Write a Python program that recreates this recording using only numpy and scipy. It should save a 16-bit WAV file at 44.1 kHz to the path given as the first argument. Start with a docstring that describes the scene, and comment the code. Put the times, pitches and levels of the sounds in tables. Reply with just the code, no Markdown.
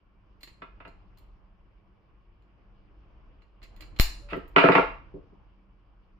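"""In a small hard-walled workshop the room rumbles, hums and washes softly throughout, as filtered noise.
A hand works a spring-loaded wire stripper beside a wooden bench: its jaws tick, with soft knocks on the wood,
as bursts of noise ring the modes of steel and wood. Near four seconds the jaws snap open with a crack and a
push of air, and a faint note follows. Then the tool is laid on the bench, where it lands and bounces."""
import sys
import numpy as np
from scipy import signal
from scipy.fft import rfft, irfft, next_fast_len
from scipy.io import wavfile
from scipy.ndimage import uniform_filter1d

SR = 44100
rng = np.random.default_rng(int(sys.argv[2]) if len(sys.argv) > 2 else 0)


def gain_from_db(level_db):
    """Convert decibel levels to linear amplitude factors (20 dB per decade)."""
    decades = np.asarray(level_db, float) / 20
    return 10 ** decades


def wav_record(signal):
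    """Record a signal, one row per channel, as 16-bit PCM in the file named by sys.argv[1]."""
    frames = np.transpose(np.atleast_2d(signal))
    bounded = np.clip(frames, -1, 1)
    # unit amplitude maps onto the largest positive 16-bit level
    quanta = np.round(bounded * 32767).astype(np.int16)
    wavfile.write(sys.argv[1], SR, quanta)


N = 272979


def rms_one(x):
    """Scale to rms 1."""
    return x / np.sqrt(np.mean(x ** 2) + 1e-20)


def at_hz(points, hz):
    """Read a table of (Hz, value) on a log-frequency axis."""
    table_hz, values = np.transpose(points)
    return np.interp(np.log(hz), np.log(table_hz), values)


def coloured(x, gain_db):
    """Filter by a gain that is a function of frequency."""
    size = next_fast_len(N + SR // 10)
    gain = gain_from_db(gain_db(np.fft.rfftfreq(size, 1 / SR) + 1))
    return irfft(rfft(x, size) * gain, size)[:, :N]


def drift(rate_hz):
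    """Slow random wander of rms 1: noise smoothed twice, computed at every 40th sample."""
    r = np.exp(-80 * np.pi * rate_hz / SR)
    slow = signal.lfilter([1], [1, -2 * r, r * r], rng.standard_normal(N // 40 + 2002))
    slow = slow[2000:]   # skip the filter's start
    return np.interp(np.arange(N) / 40, np.arange(len(slow)), rms_one(slow))


def ring(force, hz, t60):
    """A unit click sets a sine of about height 1 ringing, for a t60 of at least 3 ms."""
    r = gain_from_db(-60 / (max(t60, .003) * SR))
    w = 2 * np.pi * hz / SR
    return signal.lfilter([0, np.sin(w)], [1, -2 * r * np.cos(w), r * r], force + 1e-18)


def peak(x, hz, width_hz):
    """Resonance whose gain on top is about 1."""
    r = np.exp(-np.pi * width_hz / SR)
    top = np.array([1, 0, -1]) * (1 - r * r) / 2
    return signal.lfilter(top, [1, -2 * r * np.cos(2 * np.pi * hz / SR), r * r], x)


def stereo_pair(mid, side, alike):
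    """Mix two unrelated signals to left and right; alike runs from 0 (unrelated) to 1 (the same)."""
    return np.sqrt(1 + alike) * mid + np.sqrt(1 - alike) * side


def stereo_bands(length):
    """Half-octave bands of left-right noise, most alike in the bass and least in the upper middle."""
    # Likeness of left and right. Each row: frequency in Hz, likeness from 0 to 1.
    likeness = [(60, 0.82), (180, 0.73), (550, 0.57), (1650, 0.02), (4970, 0.17), (15000, 0.59)]
    edges = 20 * 2 ** np.arange(0, 10.1, .5)
    white = rng.standard_normal((2, 2, length))   # neighbouring bands take turns with two noises
    for k, (low, high) in enumerate(zip(edges, edges[1:])):
        band = signal.butter(2, [low, high], "band", fs=SR, output="sos")
        mid, side = signal.sosfilt(band, white[k % 2])
        hz = np.sqrt(low * high)
        yield hz, stereo_pair(mid, side * [[1], [-1]], at_hz(likeness, hz))


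def hums():
    """A few wavering hums: noise through two equal narrow resonances in a row."""
    # Hums of the room. Each row: pitch in Hz, width of each resonance in Hz, rms level in dB.
    hum_rows = [(44, 15, -64.5), (194.2, 5.3, -76), (1097, 69, -83.5), (2310, 55, -91.5)]
    total = np.zeros(N)
    for hz, width_hz, db in hum_rows:
        narrow = peak(peak(rng.standard_normal(N), hz, width_hz), hz, width_hz)
        total += gain_from_db(db) * rms_one(narrow)
    return total


def room_tone(patchy_db):
    """Far rumble below, a dull wash above, swelling slowly together, with hums."""
    # Colour of the far rumble. Each row: frequency in Hz, relative level in dB per Hz.
    rumble_colour = [(11, -37.5), (18, -9), (32, -0.5), (49, -0.5), (61, -6), (70, -13.5), (102, -15),
                     (130, -18), (170, -47.5), (290, -120)]
    # Colour of the dull wash. Each row: frequency in Hz, relative level in dB per Hz.
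    wash_colour = [(59, -34), (100, -11), (156, -10), (197, -3.5), (248, -14.5), (306, -6.5), (386, -12),
                   (415, -13.5), (745, -17), (1080, -14.5), (1880, -26), (2930, -25), (3890, -41.5),
                   (4990, -38.5), (7000, -60.5), (9100, -96), (15400, -120)]
    # Far activity outside swells and fades. Each row: time in seconds, rumble level in dB.
    swell_points = [(0.0, -65.5), (0.3, -59), (0.86, -53.5), (1.26, -55), (1.51, -59), (2.359, -61),
                    (2.5, -57.5), (3.201, -53.5), (3.549, -59.5), (3.75, -49.5), (3.95, -46),
                    (4.996, -48.5), (5.46, -57.5), (5.7, -60.5), (6.19, -60)]
    wash_db, wash_follows = -64.5, .6   # mean level in dB, share of the swell
    patchy = sum(band * gain_from_db(patchy_db * drift(rate_hz=12)) for _, band in stereo_bands(N))
    rumble = rms_one(coloured(patchy, lambda hz: at_hz(rumble_colour, hz)))
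    wash = rms_one(coloured(patchy, lambda hz: at_hz(wash_colour, hz)))
    swell_db = np.interp(np.arange(N) / SR, *np.transpose(swell_points))
    wash_swell_db = wash_db + wash_follows * (swell_db - swell_db.mean())
    return gain_from_db(swell_db) * rumble + gain_from_db(wash_swell_db) * wash + hums()


def struck(contacts, modes, below_db, above_db, low_hz, high_hz, spread_db, trim_db, rise):
    """Each contact is a rattle of force that swells, dies and drives every mode with a strength of its own.

    A mode is driven less the further it lies below or above the contact's brightness, by below_db or
    above_db per octave squared; this levels off below low_hz and above high_hz."""
    even_hz = 810   # well below this a struck body sounds alike at both microphone openings
    soft_narrowing = 0.63   # per octave under 1 kHz: a soft contact loses its treble faster
    t = np.arange(SR // 5) / SR
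    out = np.zeros((2, N + SR))
    start_s, contact_db, octaves, length_s = np.transpose(contacts)
    age = t / np.clip(length_s, .0003, .03)[:, None]
    swell_and_fall = (1 - np.exp(-age / rise)) * np.exp(-age)   # rise is a share of the contact length
    above_db = above_db * (1 + soft_narrowing * np.maximum(-octaves, 0))
    starts = np.round(start_s * SR).astype(int)
    for hz, mode_db, t60 in modes:
        chance_db = spread_db * rng.standard_normal(len(starts))
        rattle = rng.standard_normal((len(starts), 2, len(t)))
        mid, side = np.moveaxis(rattle, 1, 0) * swell_and_fall
        alike = 1 / (1 + (hz / even_hz) ** 2)   # high modes radiate unevenly to left and right
        force = stereo_pair(mid, side * [[[1]], [[-1]]], alike)
        rings = peak(ring(force, hz, t60), hz, hz / 3)   # a mode radiates little far from its pitch
        energy = np.sum(rings ** 2, axis=2, keepdims=True)
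        rings *= np.sqrt(t60 * SR / 28 / energy)   # about the energy of a ring of height 1
        away = np.log2(np.clip(hz, low_hz, high_hz) / 1000) - octaves
        loss_db = np.where(away < 0, below_db, above_db) * away ** 2
        level_db = contact_db - loss_db + mode_db + trim_db + chance_db
        for k, at in enumerate(starts):
            out[:, at:at + len(t)] += gain_from_db(level_db[k]) * rings[:, k]
    return out[:, :N]


def stripper():
    """Jaws and spring tick and snap, and short bright rattles ring the steel tool."""
    # Ticks. Each row: start in seconds, relative level in dB, brightness in octaves above 1 kHz,
    # rattle length in seconds.
    tick_rows = [(.407, -57, 2.1, 0.0073), (.4304, -43, 2.01, 0.0039), (.4723, -47, 1.6, 0.0072),
                 (.8774, -56.5, 1.6, 0.0027), (1.1727, -61.5, 2.3, 0.0029), (1.1842, -61, 2.6, 0.002),
                 (2.4214, -72.5, 1.6, 0.0027), (3.4186, -62, 1.2, 0.0048), (3.6167, -53.5, 1.01, 0.0052),
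                 (3.6267, -47, 1.7, .0094), (3.635, -51.5, 1.5, 0.0051), (3.7628, -57, 2.1, 0.0016),
                 (3.7734, -62, 1.5, .0035), (3.801, -55, .1, 0.0019), (3.8062, -43.5, 1.9, 0.0043),
                 (3.8194, -43.5, 1.3, .01), (3.9609, -49.5, 1.4, 0.007), (3.9874, -35.5, 1.8, 0.0046),
                 (3.9975, -15, 1.98, 0.00085), (4.0064, -24, 2.9, 0.0032), (4.36, -62.5, 2.7, .008),
                 (4.478, -65.5, 3.2, .004)]
    # Modes of the steel tool. Each row: pitch in Hz, relative level in dB, t60 in seconds, which also
    # sets the energy; no mode rings for less than 3 ms.
    steel_modes = [(332.3, 0, 0.034), (608, 5.5, 0.0033), (1143, 6.5, 0.0033), (2026, 9.5, 0.0015),
                   (2800, 3, 0.0042), (3290, -3.5, 0.0039), (4183, 0, 0.016), (4774, -2.5, 0.0052),
                   (5995, 1.5, 0.002057), (7003, -5, 0.0092), (8020, -1.5, 0.0017), (9070, -3, 0.0039),
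                   (11160, 0.5, 0.0066), (13350, 6, 0.0079), (14200, 10.5, .004), (14800, -1, 0.0061),
                   (14440, -2, 0.0047)]
    return struck(tick_rows, steel_modes, below_db=3.0, above_db=5.5, low_hz=900, high_hz=13000,
                  spread_db=2.0, trim_db=2.5, rise=0.24)


def bench_knocks():
    """Knocks and slides, then the landing and bounces, ring the wooden bench."""
    # Knocks and slides. Each row: start in seconds, relative level in dB, brightness in octaves
    # above 1 kHz, contact length in seconds (held to 0.03 at most).
    knock_rows = [(.6185, -40, 0.21, 0.0054), (.801, -46.5, 0.15, 0.0079), (.849, -44.5, 0.24, 0.0077),
                  (.872, -49, -0.44, 0.002), (4.286, -50.5, 1.04, 0.0077), (4.298, -41, 0.98, 0.032),
                  (4.323, -35, -1.14, 0.0029), (4.331, -29, -0.044, 0.0028), (4.352, -36.5, -1.1, 0.0059),
                  (4.367, -34, -1.6, 0.0035), (4.5615, 4, 0.17, 0.0031), (4.58, -2.5, 0.45, .01),
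                  (4.638, -4, -0.36, 0.0031), (4.656, -16.5, 0.01, 0.0042), (4.686, -3.5, -0.27, .0025),
                  (4.719, -17, 0.49, .0027), (4.75, -9, 0.058, 0.0047), (4.779, -16, -0.19, 0.0042),
                  (5.138, -37, -1.6, 0.0068), (5.16, -42, -1.55, 0.0076), (5.321, -54, -1.61, 0.0067)]
    # Modes of the wooden bench. Each row: pitch in Hz, relative level in dB, t60 in seconds.
    wood_modes = [(136, -8, 0.04), (178, -4.5, 0.084), (286.6, -3, 0.12), (386, 2.5, 0.032),
                  (445.4, -0.5, 0.065), (534, -3, 0.017), (670, 0.5, 0.022), (927, -1.5, 0.022),
                  (1080, 0.5, 0.01), (1333, 6, 0.014), (1694, 8, 0.0037), (2078, 2.5, 0.0081),
                  (2430, 5, .007), (2500, 4, 0.0084), (2730, 8.5, 0.006), (3530, -2, 0.0085),
                  (4090, 4, 0.0044), (4800, -1, 0.0069), (5200, -16.5, .004), (7000, -4, 0.0048),
                  (8900, -3.5, 0.005), (10700, -3, 0.0034), (12500, -10.5, .004), (14800, -1, .004)]
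    return struck(knock_rows, wood_modes, below_db=4.5, above_db=5.5, low_hz=420, high_hz=7000,
                  spread_db=1.0, trim_db=2.3, rise=0.2)


def workshop(x):
    """Dense echoes after a short gap, dying band by band."""
    # Decay of the room. Each row: frequency in Hz, t60 in seconds.
    room_decay = [(100, 0.28), (300, 0.3), (1000, 0.39), (3500, .38), (8000, 0.43), (15000, 0.11)]
    first_echo_s = 0.0028
    early_db, early_s = 9, 0.014   # echoes from the bench and near walls stand out of the tail
    thin_hz = 446   # light walls let the bass out, so echoes are thin below this
    t = np.arange(SR * 3 // 5) / SR
    echoes = sum(band * gain_from_db(-60 * t / at_hz(room_decay, hz)) for hz, band in stereo_bands(len(t)))
    echoes = signal.lfilter(*signal.butter(1, thin_hz, "high", fs=SR), echoes)
    echoes *= np.clip(t / first_echo_s - 1, 0, 1)
    echoes *= gain_from_db(early_db * np.exp(-t / early_s))
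    echoes /= np.sqrt(np.sum(echoes ** 2) / 2)
    return signal.fftconvolve(x[None], echoes, axes=1)[:, :N]


def push():
    """The snap cracks and shoves the air once; the air sloshes back and leaves a room mode ringing."""
    snap_s = 3.9985
    shove_db, fall_s = -3.2, 0.026
    click = np.zeros(N)
    click[round(snap_s * SR)] = 1
    shove = signal.lfilter([1], [1, -np.exp(-1 / (fall_s * SR))], click + 1e-18)
    shove = signal.lfilter([.03], [1, -.97], shove)   # softens its onset
    early_click = np.roll(click, -SR // 2000)   # the dry crack leads the push by half a millisecond
    crack = gain_from_db(-10) * ring(early_click, hz=1270, t60=0.0036)
    slosh = gain_from_db(-27) * ring(click, hz=19.5, t60=.4)
    room_mode = gain_from_db(-28.5) * ring(click, hz=42.8, t60=0.64)   # between the long walls
    leaning_left = gain_from_db([[1.5], [-1.5]])
    return (crack - gain_from_db(shove_db) * shove) * leaning_left - (slosh + room_mode)


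def tone():
    """A soft steady note that swells and fades."""
    start_s, length_s, hz, db = 4.21, 0.14, 575, -56.5
    t = np.arange(N) / SR
    progress = np.clip((t - start_s) / length_s, 0, 1)
    envelope = np.sqrt(np.sin(np.pi * progress).clip(0))
    return gain_from_db(db) * np.sin(2 * np.pi * hz * t) * envelope


def ports(x):
    """The two microphone openings differ in colour and share a few dips."""
    # Difference in colour. Each row: frequency in Hz, left over right in dB.
    port_colour = [(60, 1.5), (150, 0.5), (380, -1), (950, 4.5), (2380, -7.5), (5980, 5), (15000, 0)]
    # Shared dips. Each row: frequency in Hz, width in Hz, depth from 0 to 1.
    shared_dips = [(6150, 820, 1), (9560, 670, .95), (12100, 170, .6), (13200, 420, 0.4)]
    x = coloured(x, lambda hz: at_hz(port_colour, hz) / 2 * [[1], [-1]])
    for hz, width_hz, depth in shared_dips:
        x = x - depth * peak(x, hz, width_hz)
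    return x


def scene():
    """Tool and bench in the room, with the push and the faint note, over the room tone."""
    room_db = -2
    tool_wet_db = -1   # the tool, held in the air, excites the room less than the bench
    background = room_tone(patchy_db=1.5)
    tool = stripper()
    bench = bench_knocks()
    echoes = workshop(bench[0] + gain_from_db(tool_wet_db) * tool[0])
    return ports(tool + bench + gain_from_db(room_db) * echoes) + push() + tone() + background


def top_cut(x):
    """Nothing passes above the cut-off."""
    return signal.sosfilt(signal.butter(12, 16800, fs=SR, output="sos"), x)


def record(dry):
    """Bass cut, then gain control that ducks loud blows and lets go at a steady pace."""
    limit_db, limit_share = -6, 0.79   # this share of what exceeds the limit is taken off
    release_db_s, attack_s = 127, 0.0018   # level tracker's fall in dB per second, attack in seconds
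    x = signal.sosfilt(signal.butter(2, 15, "high", fs=SR, output="sos"), dry)
    ramp_db = release_db_s * np.arange(N) / SR
    peak_db = 20 * np.log10(np.abs(x).max(axis=0) + 1e-9)
    level_db = np.maximum.accumulate(peak_db + ramp_db) - ramp_db   # jumps up, falls steadily
    duck_db = limit_share * np.maximum(level_db - limit_db, 0)
    ahead = round(attack_s * SR)
    duck_db = uniform_filter1d(np.roll(duck_db, -ahead), 2 * ahead + 1)   # ducking starts before the blow
    mix = np.clip(x * gain_from_db(-duck_db), -1, 1)
    return top_cut(mix)


dry = scene()
out = record(dry)
wav_record(out)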